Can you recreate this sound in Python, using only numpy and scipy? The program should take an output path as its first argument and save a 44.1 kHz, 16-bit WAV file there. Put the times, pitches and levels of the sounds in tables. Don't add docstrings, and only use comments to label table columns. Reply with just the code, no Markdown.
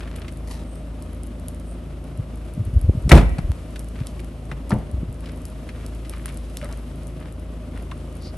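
import sys
import numpy as np
from scipy import signal
from scipy.fft import rfft, irfft, next_fast_len
from scipy.io import wavfile

SR = 44100
rng = np.random.default_rng(int(sys.argv[2]) if len(sys.argv) > 2 else 0)


def wav_out(sig):
    wavfile.write(sys.argv[1], SR, np.round(np.clip(np.atleast_2d(sig).T, -1, 1) * 32767).astype(np.int16))


N = 369116
T = np.arange(N) / SR
FIRING_HZ = 27.33
EDDY_CYCLES = 4.17


def amp(db):
    return 10 ** (np.asarray(db) / 20)


def unit(x):
    return x / np.sqrt(np.mean(x ** 2) + 1e-20)


def read(points, hz):
    f, value = np.transpose(points)
    return np.interp(np.log(hz + 1), np.log(f + 1), value)


def add(mix, s, sound):
    part = mix[max(round(s * SR), 0):][:len(sound)]
    part += sound[:len(part)]


def bins(n):
    return np.fft.rfftfreq(n, 1 / SR)


def band(x, hz, q, order=1):
    f = bins(len(x)) + 1e-3
    response = 1 / (1 + 1j * q * (f / hz - hz / f)) ** order
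    return unit(irfft(rfft(x) * response, len(x)))


def drift(hz):
    n = next_fast_len(N)
    spectrum = rfft(rng.standard_normal(n)) * np.exp(-(bins(n) / hz) ** 2)
    return unit(irfft(spectrum, n)[:N])


def ring(modes, rise, t60):
    t = T[:SR]
    sound = np.zeros(SR)
    for hz, db in modes:
        decay = amp(db - 60 * t / t60 * (hz / 1000) ** .2)
        sound += decay * np.sin(2 * np.pi * (hz * t + rng.random()))
    return sound * (1 - np.exp(-t / rise))


def cracks(per_s, grain_db):
    size = amp(grain_db * np.minimum(rng.exponential(1, SR), 3))
    happens = rng.random(SR) < per_s / SR
    return rng.standard_normal(SR) * happens * size


def wash(turns, level_db=-38.5, throb=0.21, swell_db=0.84):
    # f/Hz, relative level per Hz/dB
    noise_levels = [(25, -6), (45, -19), (70, 2), (110, -1.5), (170, -2.5), (260, -0.5), (420, -8.5),
                    (600, -7.5), (850, -18.5), (1250, -17.5), (1600, -24.5), (2900, -25), (4200, -31),
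                    (12000, -41), (14000, -48)]
    # f/Hz, correlation/1
    likeness = [(130, 0.9), (280, 0.96), (600, 0.71), (1300, 0.56), (6000, 0.59), (12000, 1)]
    # t/s, relative level/dB
    hiss_levels = [(.5, -1.5), (2.2, -2.5), (3.5, 1.5), (5.05, -2.5), (6.4, 3.5), (7.3, -2), (8.2, -0.5)]
    f = bins(N)
    a, b = rfft(rng.standard_normal((2, N)))
    same = np.clip(read(likeness, f), -1, 1)
    mid = a * np.sqrt((1 + same) / 2)
    side = b * np.sqrt((1 - same) / 2)
    noise = np.array([mid + side, mid - side]) * amp(read(noise_levels, f) - 60 * (f < 20))
    engine_share = 1 / (1 + (f / 2500) ** 2)
    engine = irfft(noise * engine_share, N)
    hiss = irfft(noise * (1 - engine_share), N)
    throbbing = engine * (1 + throb * np.cos(2 * np.pi * turns))
    sound = throbbing + hiss * amp(np.interp(T, *np.transpose(hiss_levels)))
    return amp(level_db + swell_db * drift(23)) * unit(sound)


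def exhaust(turns, level_db=-32.5, waver=0.19, rough=0.35, smear=.21):
    # multiple of firing rate/1, relative level/dB
    exhaust_orders = [(1.5, -18.5), (2, 1), (2.5, -19.5), (3, -8), (4, -13.5), (5, -11.5), (6, -13.5),
                      (7, -20), (8.5, -18), (9, -18), (9.5, -23), (10, -20.5), (11.5, -22.5), (13, -21.5)]
    # multiple of firing rate/1, relative level/dB
    belt_orders = [(19, -25.5), (22, -24.5), (23, -26.5)]
    out = np.zeros(N)
    for order, db in list(exhaust_orders) + list(belt_orders):
        depth = waver if round(2 * order) == 4 else rough
        lag = smear * order ** 2
        tone = np.cos(2 * np.pi * (order * turns - lag))
        out += amp(db) * (1 + depth * drift(5.4)) * tone
    return amp(level_db) * np.sqrt(2) * out


def eddy(db, hz, wander=0.18, peak_cycles=0.98, quicken=0.78, slowest=0.672):
    n = int(EDDY_CYCLES / hz * SR)
    push = np.exp(-abs(T[:n] * hz - EDDY_CYCLES / 2) / peak_cycles)
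    slow_noise = rfft(rng.standard_normal(SR)) * np.exp(-(bins(SR) / 200) ** 2)
    unsteady = unit(irfft(slow_noise, SR))[:n]
    rate_hz = hz * (slowest + quicken * push ** 2) * np.exp(wander * unsteady)
    turns = np.cumsum(rate_hz) / SR + rng.random()
    return amp(db) * unit(np.sin(2 * np.pi * turns) * push * np.hanning(n) ** .5)


def gusts(scatter_db=3, count=24, gap_s=.05, middle_hz=85.6, octaves=0.83):
    # t of the peak/s, level/dB, nominal f/Hz
    strong_eddies = [(2.198, -22.5, 98), (2.605, -20, 77.4), (2.68, -23, 100), (2.768, -13, 57.4),
                     (2.845, -19.5, 69), (2.893, -12, 73.2), (2.897, -21.5, 180), (3.056, -18, 63),
                     (3.45, -21, 52.3), (3.502, -18.5, 62), (4.015, -22.5, 135), (4.944, -21, 66)]
    # start t/s, end t/s, middle level/dB
    breezes = [(2.591, 3.4, -23.5), (4.992, 5.1, -27)]
    out, eddies = np.zeros(N), list(strong_eddies)
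    for start, end, db in breezes:
        for k, (late, strength, size) in enumerate(rng.uniform(-1, 1, (count, 3))):
            s = start + (k + late / 2) * gap_s
            if s < end:
                eddies.append((s, db + scatter_db * strength, middle_hz * 2 ** (octaves * size)))
    for s, db, hz in eddies:
        add(out, s - EDDY_CYCLES / hz / 2, eddy(db, hz))
    return out


def drip(tick_db, splat_db):
    t = T[:2048]
    shape = np.exp(-t / 0.00098) + 0.074 * np.exp(-t / 0.034)
    tick, splat = rng.standard_normal((2, len(t)))
    bright = amp(tick_db) * band(tick, 9430, 1.63, order=2)
    dull = amp(splat_db) * band(splat, 4700, 0.99, order=2)
    return shape * (bright + dull)


def thaw(faint_db=-46, range_db=6, far_splat_db=-5, count=80):
    # t/s, tick level/dB, splat level/dB
    near_drips = [(0.1614, -32.5, -42), (1.024, -37, -42), (1.234, -37, -45), (1.4838, -32.5, -36.5),
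                  (2.814, -40, -45), (3.7937, -33, -40), (4.07, -38, -27.5), (5.4535, -33, -34.5),
                  (5.8636, -37, -37), (6.096, -31.5, -35), (6.2585, -28.5, -40), (6.373, -39, -38),
                  (6.571, -39, -24.5), (6.645, -36.5, -37), (6.726, -45, -34)]
    near, far = np.zeros(N), np.zeros((2, N))
    for s, tick_db, splat_db in near_drips:
        add(near, s, drip(tick_db, splat_db))
    for when, size, side in rng.random((count, 3)):
        db = faint_db + range_db * size ** 2
        add(far[int(side * 2)], when * N / SR, drip(db, db + far_splat_db))
    return near + far + .5 * far[::-1]


def birds():
    # t/s, level/dB, f/Hz, length/s, Q/1
    calls = [(0.612, -61, 8560, 0.25, 9), (1.616, -59, 8800, 0.17, 5.1), (8.19, -45.5, 4630, 0.14, 3.5)]
    out = np.zeros(N)
    for s, db, hz, length, q in calls:
        n = int(length * SR)
        call = band(rng.standard_normal(SR), hz, q, order=2)[:n]
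        add(out, s, amp(db) * call * np.hanning(n))
    return out


def scuffs(grain_db=2.0, clump_db=3.5, q=1.04, per_s=900, spacing=1.7):
    # t of the peak/s, level/dB, f/Hz, length/s
    shuffles = [(0.043, -44, 1770, 0.1), (.18, -47.5, 1900, .32), (3.999, -48.5, 2200, 0.18),
                (5.279, -49.5, 2400, 0.22), (5.81, -49.5, 1800, .22), (6.155, -44.5, 2120, .16),
                (6.284, -41.5, 2200, 0.12), (6.639, -38, 1700, .075), (6.704, -43.5, 1450, 0.12),
                (7.245, -49.5, 1830, 0.21), (7.765, -47.5, 1710, 0.15)]
    out, clumps = np.zeros(N), np.tanh(drift(70))
    swells = []
    for ratio in (1 / spacing, 1, spacing):
        swell = amp(clump_db * (clumps + np.tanh(drift(76))))
        swells.append((ratio, swell / max(ratio, 1)))
    for s, db, hz, length in shuffles:
        n, slips = int(length * SR), cracks(per_s, grain_db)
        crunch = 0
        for k, (ratio, swell) in enumerate(swells):
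            resonance = band(slips, hz * ratio, q, order=2)[:n]
            crunch = crunch + (-1) ** k * resonance * swell[int(s * SR):][:n]
        add(out, s - length / 2, amp(db) * unit(crunch) * np.hanning(n))
    return out


def snaps(t60=0.054, q=0.93, per_s=6000, grain_db=1.0):
    # t/s, level/dB, f/Hz
    crust_breaks = [(.006, -36.5, 1860), (.0752, -37, 1600), (0.157, -42, 2600), (0.217, -41, 2400),
                    (0.281, -34.5, 2300), (4.194, -38.5, 2200), (5.258, -41, 2820), (5.69, -33.5, 2030),
                    (6.049, -40.5, 2340), (6.286, -39, 2500), (6.615, -36.5, 1900)]
    out = np.zeros(N)
    for s, db, hz in crust_breaks:
        decay = amp(db - 60 * T[:SR] / t60)
        add(out, s, decay * band(cracks(per_s, grain_db), hz, q, order=2))
    return out


def sill():
    # t/s, level/dB
    knocks = [(6.628, -28), (6.646, -31)]
    # f/Hz, relative level/dB
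    sill_modes = [(587, 2), (1290, -9)]
    out = np.zeros(N)
    for s, db in knocks:
        add(out, s, amp(db) * ring(sill_modes, rise=.002, t60=.09))
    return out


def click(s=3.5184, level_db=-19):
    out = np.zeros(N)
    add(out, s, amp(level_db) * np.exp(-T[:SR] / 0.00056))
    return out


def strut(per_s=3500, grain_db=2, sag_per_s=1.3):
    # t/s, level/dB
    pull = [(.465, -64), (.475, -44), (.495, -52), (.514, -38.5), (.528, -48), (.54, -45), (.56, -49.5),
            (.64, -53)]
    # f/Hz, width/Hz, relative level/dB
    resonances = [(950, 230, 5), (1950, 130, -1), (2700, 1300, -1), (4250, 790, -1), (5330, 1200, -9)]
    out, (when, db) = np.zeros(N), np.transpose(pull)
    t = T[:int((when[-1] - when[0]) * SR)]
    slowed = t - sag_per_s * t * (t - t[-1] / 2) / 2
    slips = cracks(per_s, grain_db)
    scrape = np.zeros(len(t))
    for hz, width, level in resonances:
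        resonance = band(slips, hz, hz / width)
        scrape += amp(level) * unit(np.interp(slowed, T[:SR], resonance))
    add(out, when[0], amp(np.interp(when[0] + t, when, db)) * unit(scrape))
    return out


def rattle(t60=0.12, per_s=4000, grain_db=2.5):
    # t/s, level/dB, f/Hz, Q/1
    rebounds = [(3.133, -16.5, 1300, 0.52), (3.152, -16, 1300, 0.47), (3.174, -20, 1500, 0.68),
                (3.21, -29.5, 1100, 0.6)]
    out = np.zeros(N)
    for s, db, hz, q in rebounds:
        decay = amp(db - 60 * T[:SR] / t60)
        add(out, s, decay * band(cracks(per_s, grain_db), hz, q, order=2))
    return out


def clack(db, hz, q, full_t60=0.083, halving_db=41):
    t60 = full_t60 * 2 ** (db / halving_db)
    return amp(db - 60 * T[:SR] / t60) * band(rng.standard_normal(SR), hz, q, order=2)


def clacks():
    # t/s, level/dB, f/Hz, Q/1
    contacts = [(3.093, -19.5, 2090, 0.3), (3.1164, -7, 1650, 0.63), (3.3835, -27, 746, 0.39),
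                (3.759, -33.5, 1700, 0.54), (4.515, -29, 1660, 1.1), (4.694, -36.5, 6500, 0.15),
                (4.7052, -35, 3770, 0.85), (4.7069, -23.5, 850, 2), (4.718, -23.5, 1440, 1.6),
                (7.913, -35, 2510, 1.3), (7.9173, -29.5, 1110, 2.7)]
    out = np.zeros(N)
    for s, db, hz, q in contacts:
        add(out, s, clack(db, hz, q))
    return out


def thud(rise, damping):
    # f/Hz, relative level per Hz/dB
    panel_levels = [(70, 3), (140, 8.5), (250, 2.5), (370, -4.5), (650, -4.5), (950, -12), (1600, -27),
                    (2500, -35), (5000, -47), (12000, -53)]
    # f/Hz, t60/s
    panel_decay = [(150, 0.44), (700, 0.35), (2500, 0.57)]
    f = bins(SR)
    phases = np.exp(2j * np.pi * rng.random(len(f)))
    crowd = unit(irfft(amp(read(panel_levels, f)) * phases, SR))
    hz, t, z = signal.stft(crowd, SR, nperseg=256)
    t60 = damping * read(panel_decay, hz)[:, None]
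    dying = signal.istft(z * amp(-60 * t / t60), SR, nperseg=256)[1]
    return dying[:SR] * (1 - np.exp(-T[:SR] / rise))


def panels():
    # t/s, level/dB, rise/s, factor on the decay time/1
    blows = [(3.094, -14.5, .002, .3), (3.116, 1.5, 0.0035, 0.67), (3.149, -4.5, 0.0043, 0.64),
             (4.516, -25, 0.0018, 0.3), (4.706, -16.5, 0.0036, 0.53), (4.717, -19.5, 0.0012, 0.91)]
    out = np.zeros(N)
    for s, db, rise, damping in blows:
        add(out, s, amp(db) * thud(rise, damping))
    return out


def side_door(level_db=-9):
    # f/Hz, relative level/dB
    door_modes = [(122, 1.5), (209, 2), (288, -9), (895, -14), (1175, -20)]
    out = np.zeros(N)
    add(out, 4.718, amp(level_db) * ring(door_modes, rise=0.0054, t60=.11))
    return out


def cabin():
    # t/s, level/dB, f/Hz, t60/s
    booms = [(3.123, 9.5, 71.5, 0.11), (3.133, 1, 52.1, 0.43), (3.12, -4, 116, 0.23)]
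    out, t = np.zeros(N), T[:SR]
    for s, db, hz, t60 in booms:
        decay = amp(db - 60 * t / t60)
        add(out, s, decay * np.sin(2 * np.pi * hz * t) * (1 - np.exp(-t / 0.0027)))
    return out


def tailgate(slam_s=3.116, level_db=-16):
    # f/Hz, relative level/dB
    tailgate_modes = [(147, 7.5), (212, -2), (263, 6), (441, -2), (515, 0), (581, 0.5), (631, 0),
                      (706, 2.5), (774, 1), (833, -1), (926, -2), (1112, -8), (1583, -3), (1674, -3)]
    # f/Hz, relative level/dB
    latch_modes = [(927, 0), (1310, -3), (1614, -1.5), (1936, -4), (2300, -4), (2514, -4.5)]
    # t/s, level/dB
    strikes = [(3.111, -13.5), (3.1162, -6)]
    out = np.zeros(N)
    for s, db in strikes:
        add(out, s, amp(db) * ring(latch_modes, rise=0.00029, t60=0.052))
    add(out, slam_s, amp(level_db) * ring(tailgate_modes, rise=0.0013, t60=.22))
    return out


def spread(x, width_db=-6):
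    t = T[:2048]
    paths = band(rng.standard_normal(len(t)), 3500, .5) * np.exp(-t / .005)
    paths = paths / np.linalg.norm(paths)
    side = amp(width_db) * signal.oaconvolve(x, paths)[:N] / 2
    return np.array([x + side, x - side])


def wood(x):
    # f/Hz, t60/s
    wood_decay = [(100, .6), (500, .7), (2000, .8), (5000, .45), (12000, .3)]
    echoes = rng.standard_normal((2, SR)) * (rng.random((2, SR)) < 2500 / SR)
    taps = echoes * np.minimum(T[:SR] / 0.022, 1)
    hz, t, z = signal.stft(taps, SR, nperseg=256)
    decay = amp(-60 * t / read(wood_decay, hz)[:, None])
    tail = signal.istft(z * decay, SR, nperseg=256)[1]
    return signal.fftconvolve(x[None], tail / np.linalg.norm(tail[0]), axes=1)[:, :N]


def scene(wood_db=-21):
    turns = np.cumsum(FIRING_HZ * (1 + .002 * drift(1.8))) / SR
    events = birds() + scuffs() + snaps() + sill() + click() + strut()
    events += rattle() + clacks() + panels() + side_door() + cabin() + tailgate()
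    car = exhaust(turns) + wash(turns)
    return spread(events) + amp(wood_db) * wood(events) + car + thaw() + gusts()


def record(dry, low_cut_hz=31, edge_hz=16200):
    # f/Hz, phase/rad
    port_phase = [(1500, 0), (4000, .5), (7500, .7), (8800, -.3), (10200, -3.14), (11200, -5.4),
                  (12700, -6.5)]
    # f/Hz, level/dB
    colour = [(7000, -1.5), (8800, 3), (10200, 9.5), (11200, 9), (12300, -10), (13300, -16), (16000, -27)]
    f = bins(N)
    port = amp(.4) * np.exp(.5j * read(port_phase, f))
    heard = irfft(rfft(dry) * amp(read(colour, f)) * np.array([port, 1 / port]), N)
    low_cut = signal.butter(2, low_cut_hz, "high", fs=SR, output="sos")
    heard = signal.sosfilt(low_cut, heard)
    edge = signal.firwin(255, edge_hz, window=("kaiser", 9), fs=SR)
    return signal.oaconvolve(np.clip(heard, -1, 1), edge[None], "same")


dry = scene()
out = record(dry)
wav_out(out)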